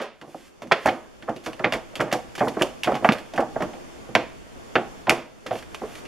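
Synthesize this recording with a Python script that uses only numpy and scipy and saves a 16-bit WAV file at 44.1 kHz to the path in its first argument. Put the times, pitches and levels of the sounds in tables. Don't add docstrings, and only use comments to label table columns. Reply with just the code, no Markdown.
import sys
import numpy as np
from scipy import signal
from scipy.fft import rfft, irfft, next_fast_len
from scipy.io import wavfile
from scipy.ndimage import uniform_filter1d

SR = 44100
rng = np.random.default_rng(int(sys.argv[2]) if len(sys.argv) > 2 else 0)


def voltage_ratio(decibels):
    exponent = np.asarray(decibels, float) / 20
    return 10 ** exponent


def dump_mix(stems):
    frames = np.atleast_2d(stems).T
    limited = np.clip(frames, -1, 1)
    pcm = np.round(limited * 32767).astype(np.int16)
    wavfile.write(sys.argv[1], SR, pcm)


N = 267687
T = np.arange(N) / SR

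# time in seconds, level in dB.
HISS_LEVEL = [(0.0, -71.5), (0.64, -62.5), (0.81, -60.5), (1.17, -60), (1.59, -56.5), (2.94, -53.5),
              (3.03, -53.5), (3.23, -56), (3.65, -52), (4.41, -56), (4.7, -53.5), (4.99, -53),
              (5.24, -61.5), (5.49, -58), (5.7, -56), (6.07, -53)]
# frequency in Hz, level in dB per Hz.
HISS_TONE = [(12, -28), (20, -6.5), (55, -9), (91, -9.5), (367, -9), (897, -18.5), (1610, -23), (1760, -26),
             (3530, -29), (3950, -32.5), (7110, -32.5), (14700, -53.5), (16000, -60.5)]
# frequency in Hz, likeness from -1 to 1.
HISS_LIKENESS = [(30, 0.18), (100, -0.9), (300, -0.45), (1400, -0.78), (5000, -0.037)]
# peak time in seconds, level in dB, swell in seconds, fade in seconds.
SHOVES = [(.005, -24, 0.06, 0.039), (.29, -63, 0.25, 0.39), (.96, -35.5, 0.3, 0.14),
          (1.27, -50, 0.22, 0.25), (1.64, -48, 0.24, .13), (2.08, -30.5, 0.13, 0.17), (2.52, -52, .1, 0.1),
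          (2.91, -57, 0.082, 0.21), (3.04, -31, 0.049, 0.22), (3.7, -42, 0.49, 0.22),
          (4.11, -44.5, 0.42, 0.039), (5.11, -21.5, 0.04, 0.12), (5.99, -48.5, 1, 0.71)]
# peak time in seconds, scrape level in dB,
# rustle in dB relative to the scrape, swell in seconds, fade in seconds.
SLIDES = [(.005, -37.5, -28, 0.095, 0.13), (.3, -62.5, 8.5, 0.07, 0.22), (.4, -56.5, 2.5, 0.3, 0.14),
          (.48, -55.5, 2.5, 0.35, 0.028), (.86, -42.5, -0.5, 0.14, 0.18), (1.45, -47.5, 6, 0.023, .06),
          (1.5, -57, -2, 0.37, 1), (2.615, -45, 7, .04, .03), (2.08, -57, -25, 0.37, 0.23),
          (2.45, -56.5, 14, 0.13, 0.13), (2.55, -48, -2, .05, 0.087), (2.909, -48.5, 2, 0.076, 0.2),
          (3.05, -44, 2.5, 0.037, 0.26), (3.16, -50, -15, .2, 0.25), (4.22, -55, -20, 0.084, 0.49),
          (5.19, -49.5, -16, 0.101, 0.16), (5.53, -45, 2, 0.034, 0.11), (5.58, -44, 1.5, .1, 0.071),
          (5.63, -58, -3, .1, 0.03), (5.99, -47, 2.5, 0.52, 0.037)]
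# frequency in Hz, width in Hz, level in dB.
LID_NOTES = [(451.3, 47, -2.5), (514.5, 32.2, 0.5), (627.8, 89.5, 2.5), (727, 204, 4), (782, 132, 3.5),
             (944, 71, -8), (1118, 174, -6.5), (1400, 715, -7), (1700, 1940, -11.5)]
# frequency in Hz, width in Hz, level in dB.
FLEX_NOTES = [(123.7, 29, -9.5), (235.5, 66.5, -2), (296.5, 84, -2.5), (341.7, 24.8, 2)]
# frequency in Hz, level in dB per Hz.
SIZZLE_TONE = [(2500, -26), (4000, 6), (5500, 10.5), (7700, 9), (8300, 6.5), (12000, 3), (14500, -4),
               (16500, 3)]
# start in seconds, peak in dB, deep flex in dB relative to the peak,
# time for the rattle to die by 60 dB in seconds.
TOE_BLOWS = [(.013, -24, -41, 0.27), (.633, -42, 1.5, 0.41), (1.276, -16.5, -32, 0.19),
             (1.462, -20, -13, 0.17), (1.597, -23, -8, 0.08), (1.640, -9, -15.5, 0.13),
             (1.955, -29.5, -10, 0.42), (2.448, -27.5, 1.5, 0.36), (2.569, -18.5, -7, 0.022),
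             (2.916, -20.5, -5, 0.098), (3.378, -11.5, -14, 0.11), (3.392, -14.5, -15, 0.091),
             (3.56, -21, -8, 0.042), (3.604, -18, -11, 0.091), (3.623, -18.5, -4.5, 0.065),
             (3.684, -41, -2, 0.048), (4.151, -8.5, -13.5, 0.042), (4.556, -45, -1.5, 0.036),
             (4.754, -11, -8.5, 0.035), (5.07, -16, -22, 0.02), (5.078, -17, -7.5, 0.092),
             (5.103, -8.5, -24, 0.089), (5.815, -24, -7.5, 0.03), (5.834, -26, -12.5, 0.033)]
# start in seconds, peak in dB, deep flex in dB relative to the peak,
# time for the rattle to die by 60 dB in seconds.
PAD_BLOWS = [(.217, -34, -9.5, 0.36), (.277, -40.5, -3.5, 0.09), (.346, -27, -10.5, 0.0068),
             (.619, -28.5, -13, 0.17), (.8535, -13, -12.5, 0.015), (.857, -16.5, -15, 0.026),
             (.888, -35, -4, 0.33), (1.288, -19, -8.5, 0.12), (1.358, -33.5, -3, 0.085),
             (2.001, -15.5, -6.5, 0.18), (2.018, -18.5, -10, 0.069), (2.125, -15.5, -7.5, 0.031),
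             (2.139, -18, -10, 0.17), (2.379, -28, -9, 0.27), (2.423, -12, -23, 0.048),
             (2.474, -13, -38, 0.03), (2.627, -14, -17, 0.066), (2.86, -24, -9, 0.049),
             (2.868, -15.5, -9, 0.064), (2.884, -11.5, -16.5, 0.15), (3.023, -21.5, -6.5, 0.045),
             (3.425, -20.5, -10.5, 0.093), (3.735, -30.5, -18, 0.095), (4.089, -32.5, -7, 0.03),
             (5.508, -16.5, -14, 0.12), (5.554, -26.5, -11, 0.042)]
# start in seconds, peak in dB, deep flex in dB relative to
# the peak, time for the rattle to die by 60 dB in seconds.
TIP_BLOWS = [(.7125, -5, -24.5, 0.028), (.874, -9.5, -14.5, 0.16), (1.222, -39.5, -3, 0.047),
             (1.288, -47, -15, 0.26), (1.723, -18.5, -14, 0.052), (1.739, -19, -16, 0.034),
             (1.753, -21, -9, 0.044), (1.995, -18, -10, 0.08), (2.406, -9, -14.5, 0.099),
             (2.6105, -9, -10, 0.048), (2.875, -8, -25, 0.095), (2.951, -16.5, -16, 0.028),
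             (3.045, -5, -21, 0.048), (3.089, -11.5, -17.5, 0.025), (3.109, -15, -7.5, 0.035),
             (3.3365, -26, -8, 0.87), (4.763, -34, -13, 0.018), (5.095, -20.5, -7, 0.043),
             (5.116, -16.5, -12, 0.12), (5.4625, -27.5, -13, 0.09), (5.745, -34, -52, 0.041)]
# start in seconds, peak in dB, snap pitch in Hz,
# sizzle in dB relative to the peak.
RAKES = [(.0164, -27, 1390, -17.5), (.62, -31.5, 1700, -18), (.7155, -12, 1950, -36),
         (1.439, -44, 3220, -6), (1.4609, -24, 1680, -13), (1.648, -20.5, 2200, -56),
         (1.7344, -18, 2040, -17), (1.9545, -24, 2840, -15), (2.3528, -26.5, 2000, -12),
         (2.3794, -24.5, 1560, -14.5), (2.5935, -27.5, 2000, -29), (2.9182, -31, 1560, -21),
         (2.9524, -26, 2310, -13.5), (3.3365, -32, 1700, -15), (3.3775, -22.5, 1520, -23),
         (3.6047, -30, 1840, -25), (3.6208, -21, 1400, -19), (5.4643, -26, 1940, -17.5),
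         (5.5095, -28, 1600, -35), (6.0522, -35.5, 2580, -13)]
# start in seconds, peak in dB, snap pitch in Hz,
# sizzle in dB relative to the peak.
CATCHES = [(.2135, -35, 1670, -17), (.6719, -39.5, 1910, -16), (.8684, -19.5, 2000, -15.5),
           (.886, -16, 2330, -48), (1.2244, -33, 1900, -26), (1.2925, -30.5, 1360, -18),
           (1.3628, -36.5, 2830, -12), (1.5307, -32.5, 2620, -20), (2.0032, -13.5, 1530, -25),
           (2.0114, -16.5, 1400, -19.5), (2.1344, -19, 1670, -18), (2.3935, -25.5, 2600, -17),
           (2.4063, -29, 1650, -39), (2.4822, -20, 1890, -18.5), (2.546, -37, 1640, -27),
           (2.569, -42, 1400, -26), (2.8434, -17.5, 2620, -17), (2.8594, -27, 2530, -17),
           (2.9433, -25.5, 3080, -28), (3.0485, -42, 1570, -30), (3.1837, -31, 2090, -16),
           (3.3617, -29, 2670, -14), (3.4034, -28, 1640, -13.5), (3.046, -10.5, 1250, -33),
           (3.734, -34, 2170, -36), (4.7547, -4.5, 1400, -41), (5.0702, -26, 2190, -55),
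           (5.5877, -32.5, 3270, -12), (5.9533, -33, 1780, -10)]
# start in seconds, peak in dB, snap pitch in Hz,
# sizzle in dB relative to the peak.
SNAPS = [(.7205, -5.5, 1740, -28), (.8586, -13, 1310, -15.5), (1.5945, -26.5, 1490, -24),
         (1.6437, -15.5, 2250, -40), (1.723, -15, 2470, -21.5), (2.1164, -19.5, 2070, -21),
         (2.1265, -12.5, 2270, -13), (2.6208, -9, 2770, -12), (2.8342, -17.5, 3100, -11),
         (2.8738, -18, 1400, -33), (3.0897, -8, 1700, -64), (3.1222, -13.5, 2390, -15.5),
         (3.1314, -20.5, 2600, -18), (4.1512, -4, 2300, -24.5), (4.1548, -24, 2600, -30),
         (5.0957, -4.5, 2440, -12), (5.1062, -15, 2400, -20), (5.5545, -29.5, 2300, -24),
         (5.6254, -31, 1720, -19), (5.7458, -23.5, 2620, -17)]
# start in seconds, peak in dB, pitch in Hz,
# time to die by 60 dB in seconds.
RINGS = [(0.017, -20.5, 526, 0.073), (0.28, -37, 585, 0.077), (0.345, -22.5, 716, 0.034),
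         (0.619, -32, 537, 0.054), (0.729, -16, 810, 0.04), (0.721, -12.5, 667, 0.1),
         (0.858, -5, 834, 0.043), (0.861, -19, 833, 0.017), (0.885, -18, 690, 0.013),
         (1.289, -13, 767, 0.041), (1.295, -14, 735, 0.042), (1.466, -23, 623, 0.049),
         (1.598, -17, 623, 0.056), (1.652, -14, 508, 0.051), (1.723, -14, 650, 0.031),
         (1.939, -28, 600, 0.03), (2.002, -19, 720, 0.041), (2.125, -1.5, 673, 0.02),
         (2.189, -25, 627, 0.037), (2.41, -8, 582, 0.067), (2.415, -8.5, 710, 0.077),
         (2.427, -10.5, 434, 0.069), (2.474, -17, 677, 0.059), (2.5685, -8.5, 402, 0.034),
         (2.6112, 0, 380, 0.023), (2.858, -25, 754, 0.035), (2.884, -16, 740, 0.027),
         (2.919, -12, 570, 0.037), (3.033, -23, 670, 0.04), (3.0455, -7, 450, 0.023),
         (3.051, -4, 628, 0.033), (3.336, -13.5, 680, 0.015), (3.393, -2, 586, 0.034),
         (3.5635, -5.5, 656, 0.024), (3.604, -13, 650, 0.031), (4.088, -25, 503, 0.033),
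         (4.1525, 0.5, 713, 0.023), (4.159, -20, 525, 0.015), (4.754, -7.5, 485, 0.061),
         (4.762, -19, 970, 0.025), (5.0812, -3.5, 725, 0.02), (5.105, -6, 748, 0.026),
         (5.117, -16, 727, 0.026), (5.46, -20, 580, 0.026), (5.5125, -8.5, 617, 0.037),
         (5.553, -15, 509, 0.029), (5.8185, -25.5, 743, 0.042), (5.835, -19, 434, 0.097),
         (5.746, -27, 405, 0.039)]
# start in
# seconds, peak in dB, pitch in Hz, time to die by 60 dB in seconds.
CRACKS = [(1.639, -22, 2040, 0.013), (0.7128, -3, 990, 0.013), (0.7192, -2.5, 1680, 0.0055),
          (0.859, -26, 1200, 0.008), (0.863, -12, 1410, 0.0088), (0.8666, -4, 1620, 0.0055),
          (1.2246, -33, 1740, 0.008), (1.287, -16, 1350, 0.0089), (1.462, -33, 1280, 0.0089),
          (1.5322, -29, 2720, 0.0071), (1.5945, -28, 1100, 0.0073), (1.6485, -4.5, 1830, 0.007),
          (1.7235, -16, 1740, 0.0076), (3.0898, -5.5, 2180, 0.0082), (1.9555, -24, 3220, 0.0058),
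          (0.876, -12, 1790, 0.0073), (2.0075, -5.5, 1290, 0.0069), (2.113, -24, 1910, 0.01),
          (2.128, -37, 1210, 0.0065), (2.3518, -39, 1910, 0.008), (2.394, -30, 1610, 0.008),
          (2.4058, -14, 1620, 0.0093), (2.4726, -12, 1310, 0.0061), (2.5677, -26, 1390, 0.008),
          (2.595, -29, 1770, 0.008), (2.6215, -5, 1700, 0.0032), (2.6105, -20, 1500, 0.008),
          (2.834, -14.5, 2770, 0.0097), (2.8735, -9.5, 1420, 0.0093), (2.9203, -14, 1190, 0.0089),
          (2.9427, -21, 2240, 0.008), (3.0457, 2, 900, 0.0042), (3.0889, -0.5, 1190, 0.011),
          (3.1214, -10, 3500, 0.0049), (3.3363, -31, 1700, 0.008), (3.3603, -26, 2790, 0.0068),
          (3.3777, -15, 1600, 0.014), (3.3816, -18, 1630, 0.015), (3.5583, -20, 886, 0.008),
          (0.3455, -31, 1200, 0.013), (3.6218, -18, 1430, 0.008), (4.1511, -6.5, 1855, 0.021),
          (4.7542, -22, 1550, 0.0048), (5.0702, -12, 1470, 0.0038), (5.0951, 6.5, 2330, 0.0053),
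          (5.0745, -21, 1500, 0.0055), (5.4628, -26, 1300, 0.0072), (5.5135, -28, 1310, 0.011),
          (5.746, -21.5, 1190, 0.011),
          (0.7194, 2.5, 2080, 0.0039), (0.728, -8, 2270, 0.0066), (0.8854, -11.5, 1700, 0.0075),
           (0.892, -18, 3030, 0.0079), (1.6443, 0.5, 2210, 0.005), (1.652, -8.5, 2330, 0.0067),
           (1.66, -8, 2070, 0.0046), (1.739, -12, 1970, 0.0067), (2.0071, -12, 1650, 0.011),
           (2.023, -16, 1290, 0.0057), (2.134, -15, 1500, 0.0044), (4.1532, -1.5, 3180, 0.0019),
           (4.153, -24, 2530, 0.0065), (4.161, -6, 1570, 0.0066), (4.756, -13, 1320, 0.0073),
           (4.764, -9, 1480, 0.01), (5.0978, -4, 2570, 0.0034), (5.1068, 0, 2080, 0.0043),
           (5.111, -7, 1300, 0.007)]
# start in seconds, peak in dB, pitch in Hz.
THUDS = [(0.859, -36, 79.5), (1.46, -47, 61), (1.73, -40, 50), (2.01, -48, 52), (0.716, -29, 170),
         (2.62, -44, 52), (2.9, -39, 50), (3.0875, -10.5, 218), (3.385, -43, 50), (4.754, -34, 113),
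         (5.1, -38, 55), (5.83, -44, 55)]
# frequency in Hz, time to die by 60 dB in seconds.
ROOM_DECAY = [(120, 0.57), (400, 0.24), (1000, 0.35), (3000, 0.3), (8000, 0.23), (15000, 0.12)]
# frequency in Hz, how far the left leads in radians.
PORT_LEAD = [(0, 0.35), (6200, -0.39), (9470, -1.14), (9730, -1.35), (11500, -1.2), (13000, -1.4),
             (16000, -1.5)]
# frequency in Hz, left minus right in dB.
PORT_LEVEL = [(60, -3.5), (240, -3), (950, -2), (3770, -2.75), (15000, 0)]
# frequency in Hz, width in Hz, depth from 0 to 1.
BAND_SEAMS = [(3950, 330, .75), (7950, 400, .7)]


def evened(x):
    return x / np.sqrt(np.mean(x ** 2) + 1e-20)


def peaked(x, db):
    return x * voltage_ratio(db) / abs(x).max()


def read(points, hz):
    f, value = np.transpose(points)
    return np.interp(np.log(hz + 1), np.log(f + 1), value)


def add(mix, s, sound):
    part = mix[max(round(s * SR), 0):][:len(sound)]
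    part += sound[:len(part)]


def band(x, lo_hz, hi_hz, order=3):
    return signal.sosfilt(signal.butter(order, [lo_hz, hi_hz], "band", fs=SR, output="sos"), x)


def resonate(x, hz, width):
    return signal.lfilter(*signal.iirpeak(hz, hz / width, SR), x)


def body(x, notes, detune):
    out = 0
    for k, ((hz, width, db), shift) in enumerate(zip(notes, detune)):
        out = out + (-1) ** k * voltage_ratio(db) * resonate(x, hz * shift, width)
    return out


def colour(x, points):
    log_gain = read(points, abs(np.fft.fftfreq(2048, 1 / SR))) * np.log(10) / 20
    taps = np.fft.ifft(np.exp(np.conj(signal.hilbert(log_gain)))).real[:1024]
    return signal.oaconvolve(x, taps)[:len(x)]


def hiss():
    frames, hz = N // 256 + 5, np.fft.rfftfreq(1024, 1 / SR)
    a, b, c, d, patches = rng.standard_normal((frames, 513, 5)).T
    patches = uniform_filter1d(uniform_filter1d(patches, 12, 0), 14, 1)
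    same = np.clip(read(HISS_LIKENESS, hz), -1, 1)[:, None]
    left, other = a + 1j * b, c + 1j * d
    z = np.array([left, same * left + np.sqrt(1 - same ** 2) * other])
    z *= voltage_ratio(read(HISS_TONE, hz)[:, None] + 1.3 * evened(patches))
    noise = signal.istft(z, nperseg=1024, noverlap=768)[1][:, :N]
    return voltage_ratio(np.interp(T, *np.transpose(HISS_LEVEL)) + 8.0) * evened(noise)


def slips(count, per_s, spread_db):
    when, sign, size = rng.random((count, 3)).T
    clicks = (when < per_s / SR) * np.sign(sign - .5) * voltage_ratio(-spread_db * np.log(size + 0.16))
    return evened(clicks + 0.073 * sign)


def strokes(rows, rest_db):
    power = voltage_ratio(2 * (np.interp(T, *np.transpose(HISS_LEVEL)) + rest_db))
    for s, db, swell, fade in rows:
        away = np.maximum((s - T) / max(swell, .01), (T - s) / max(fade, .01))
        power = power + voltage_ratio(2 * (db - 20 * away))
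    return np.sqrt(power)


def drag():
    low = band(slips(N, 2500, 0.69), 44, 2100)
    high = slips(N, 11000, 0.92)
    lid = evened(body(low, LID_NOTES, np.ones(9))) + 0.45 * evened(body(low, FLEX_NOTES, np.ones(9)))
    scrape = band(high, 930, 3260, order=2)
    shove_level = strokes(SHOVES, rest_db=5)
    scrape_level = strokes([(s, db, *shape) for s, db, _, *shape in SLIDES], rest_db=-3.5)
    rustle_rows = [(s, db + more_db, *shape) for s, db, more_db, *shape in SLIDES]
    rustle_level = strokes(rustle_rows, rest_db=-0.8)
    out = voltage_ratio(-7.0) * shove_level * evened(lid)
    out = out + voltage_ratio(-3.5) * scrape_level * evened(scrape)
    return out + voltage_ratio(-8.5) * rustle_level * evened(colour(high, SIZZLE_TONE))


def rattle(t60, rise, per_s, knock, buzz_db, buzz_t60, size=12000):
    t = np.arange(size) / SR
    drive = slips(size, per_s, 4.6)
    drive[8] += knock
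    fading = voltage_ratio(-60 * t / max(t60, .004)) + voltage_ratio(buzz_db - 60 * t / buzz_t60)
    return drive * fading * np.minimum(t / max(rise, 2e-4) + 0.66, 1)


def blows(table, rise, contact_ms):
    out = np.zeros(N)
    softness = signal.butter(4, np.clip(1000 / contact_ms, 500, 6000), fs=SR, output="sos")
    for s, db, flex_db, t60 in table:
        drive = rattle(t60, rise, per_s=3000, knock=8.6, buzz_db=-9.0, buzz_t60=0.28)
        drive = signal.sosfilt(softness, drive)
        spot = 1 + .04 * rng.standard_normal((2, 9))
        lid = peaked(body(drive, LID_NOTES, spot[0]), db - 5.0)
        flex = peaked(body(drive, FLEX_NOTES, spot[1]), db + flex_db)
        add(out, s, lid + flex)
    return out


def claws(table, t60, rise):
    out = np.zeros(N)
    for s, db, hz, sizzle_db in table:
        drive = rattle(t60, rise, per_s=9000, knock=5.46, buzz_db=-21.5, buzz_t60=0.39)
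        snap = band(drive, 0.22 * hz, min(2.19 * hz, 3800), order=4)
        snap = snap + 1.4 * resonate(snap, hz, 630)
        sizzle = peaked(colour(drive, SIZZLE_TONE), db + sizzle_db + 4.5)
        add(out, s, peaked(snap, db - 3.0) + sizzle)
    return out


def rings(table, trim_db, rise_turns):
    out, t = np.zeros(N), np.arange(SR // 5) / SR
    for s, db, hz, t60 in table:
        rise = 1 - np.exp(-(t * hz / max(rise_turns, .05)) ** 2)
        fading = voltage_ratio(db + trim_db - 60 * t / max(t60, .002))
        add(out, s, rise * fading * np.sin(2 * np.pi * hz * t))
    return band(out, 145, 12000, order=2)


def thuds():
    out, t = np.zeros(N), np.arange(SR // 4) / SR
    for s, db, hz in THUDS:
        u = t / (0.0084 * np.sqrt(52 / hz))
        push = u * np.exp(1 - u) * np.sin(2 * np.pi * hz * t) * np.minimum(t * hz, 1)
        add(out, s, voltage_ratio(db) * band(push, hz / 2, 2 * hz, order=2))
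    return out


def room(x):
    out = np.zeros((2, N))
    slots = np.arange(200, SR // 2 - 20, 20)
    for k in range(3):
        taps = np.zeros((3, SR // 2))
        at = slots + rng.integers(0, 20, (3, len(slots)))
        np.put_along_axis(taps, at, rng.choice([-1., 1.], at.shape), 1)
        hz, t, z = signal.stft(taps, SR, nperseg=256)
        z = z[:2] * np.clip(hz / 3200 + 0.065, 0, 3)[:, None] + z[2]
        fading = voltage_ratio(-60 * t / read(ROOM_DECAY, hz)[:, None])
        tail = signal.istft(z * fading, SR, nperseg=256)[1]
        turn = np.sqrt(2 / 3) * np.sin(np.pi * (9 * T + k / 3))
        out += signal.fftconvolve(x[None] * turn, tail / np.linalg.norm(tail[0]), axes=1)[:, :N]
    return out


def ports(x):
    size = next_fast_len(N)
    hz = np.fft.rfftfreq(size, 1 / SR)
    half = voltage_ratio(read(PORT_LEVEL, hz) / 2) * np.exp(.5j * read(PORT_LEAD, hz))
    return irfft(rfft(x, size) * np.array([half, 1 / half]), size)[:, :N]


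def scene():
    hits = blows(PAD_BLOWS, rise=0.001, contact_ms=1)
    hits = hits + blows(TOE_BLOWS, rise=0.0142, contact_ms=0.62)
    hits = hits + blows(TIP_BLOWS, rise=0.0035, contact_ms=0.51)
    hits = hits + claws(SNAPS, t60=0.039, rise=0.00043)
    hits = hits + claws(CATCHES, t60=0.065, rise=0.0019)
    hits = hits + claws(RAKES, t60=0.093, rise=0.00071)
    hits = hits + rings(RINGS, trim_db=-5.5, rise_turns=0.99)
    hits = hits + rings(CRACKS, trim_db=-3, rise_turns=0.63)
    sliding = drag()
    direct = hits + thuds() + 0.91 * sliding
    echoes = room(voltage_ratio(-12.0) * hits + voltage_ratio(-5.0) * sliding)
    return ports(np.array([direct, direct]) + echoes) + hiss()


def band_limit(x):
    return signal.sosfilt(signal.butter(12, 16470, fs=SR, output="sos"), x)


def record(dry):
    for hz, width, depth in BAND_SEAMS:
        dry = dry - np.clip(depth, 0, 1) * resonate(dry, hz, width)
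    dry = signal.sosfilt(signal.cheby2(14, 60, 15300, fs=SR, output="sos"), dry)
    return band_limit(np.clip(1.486 * dry, -1, 1))


dry = scene()
out = record(dry)
dump_mix(out)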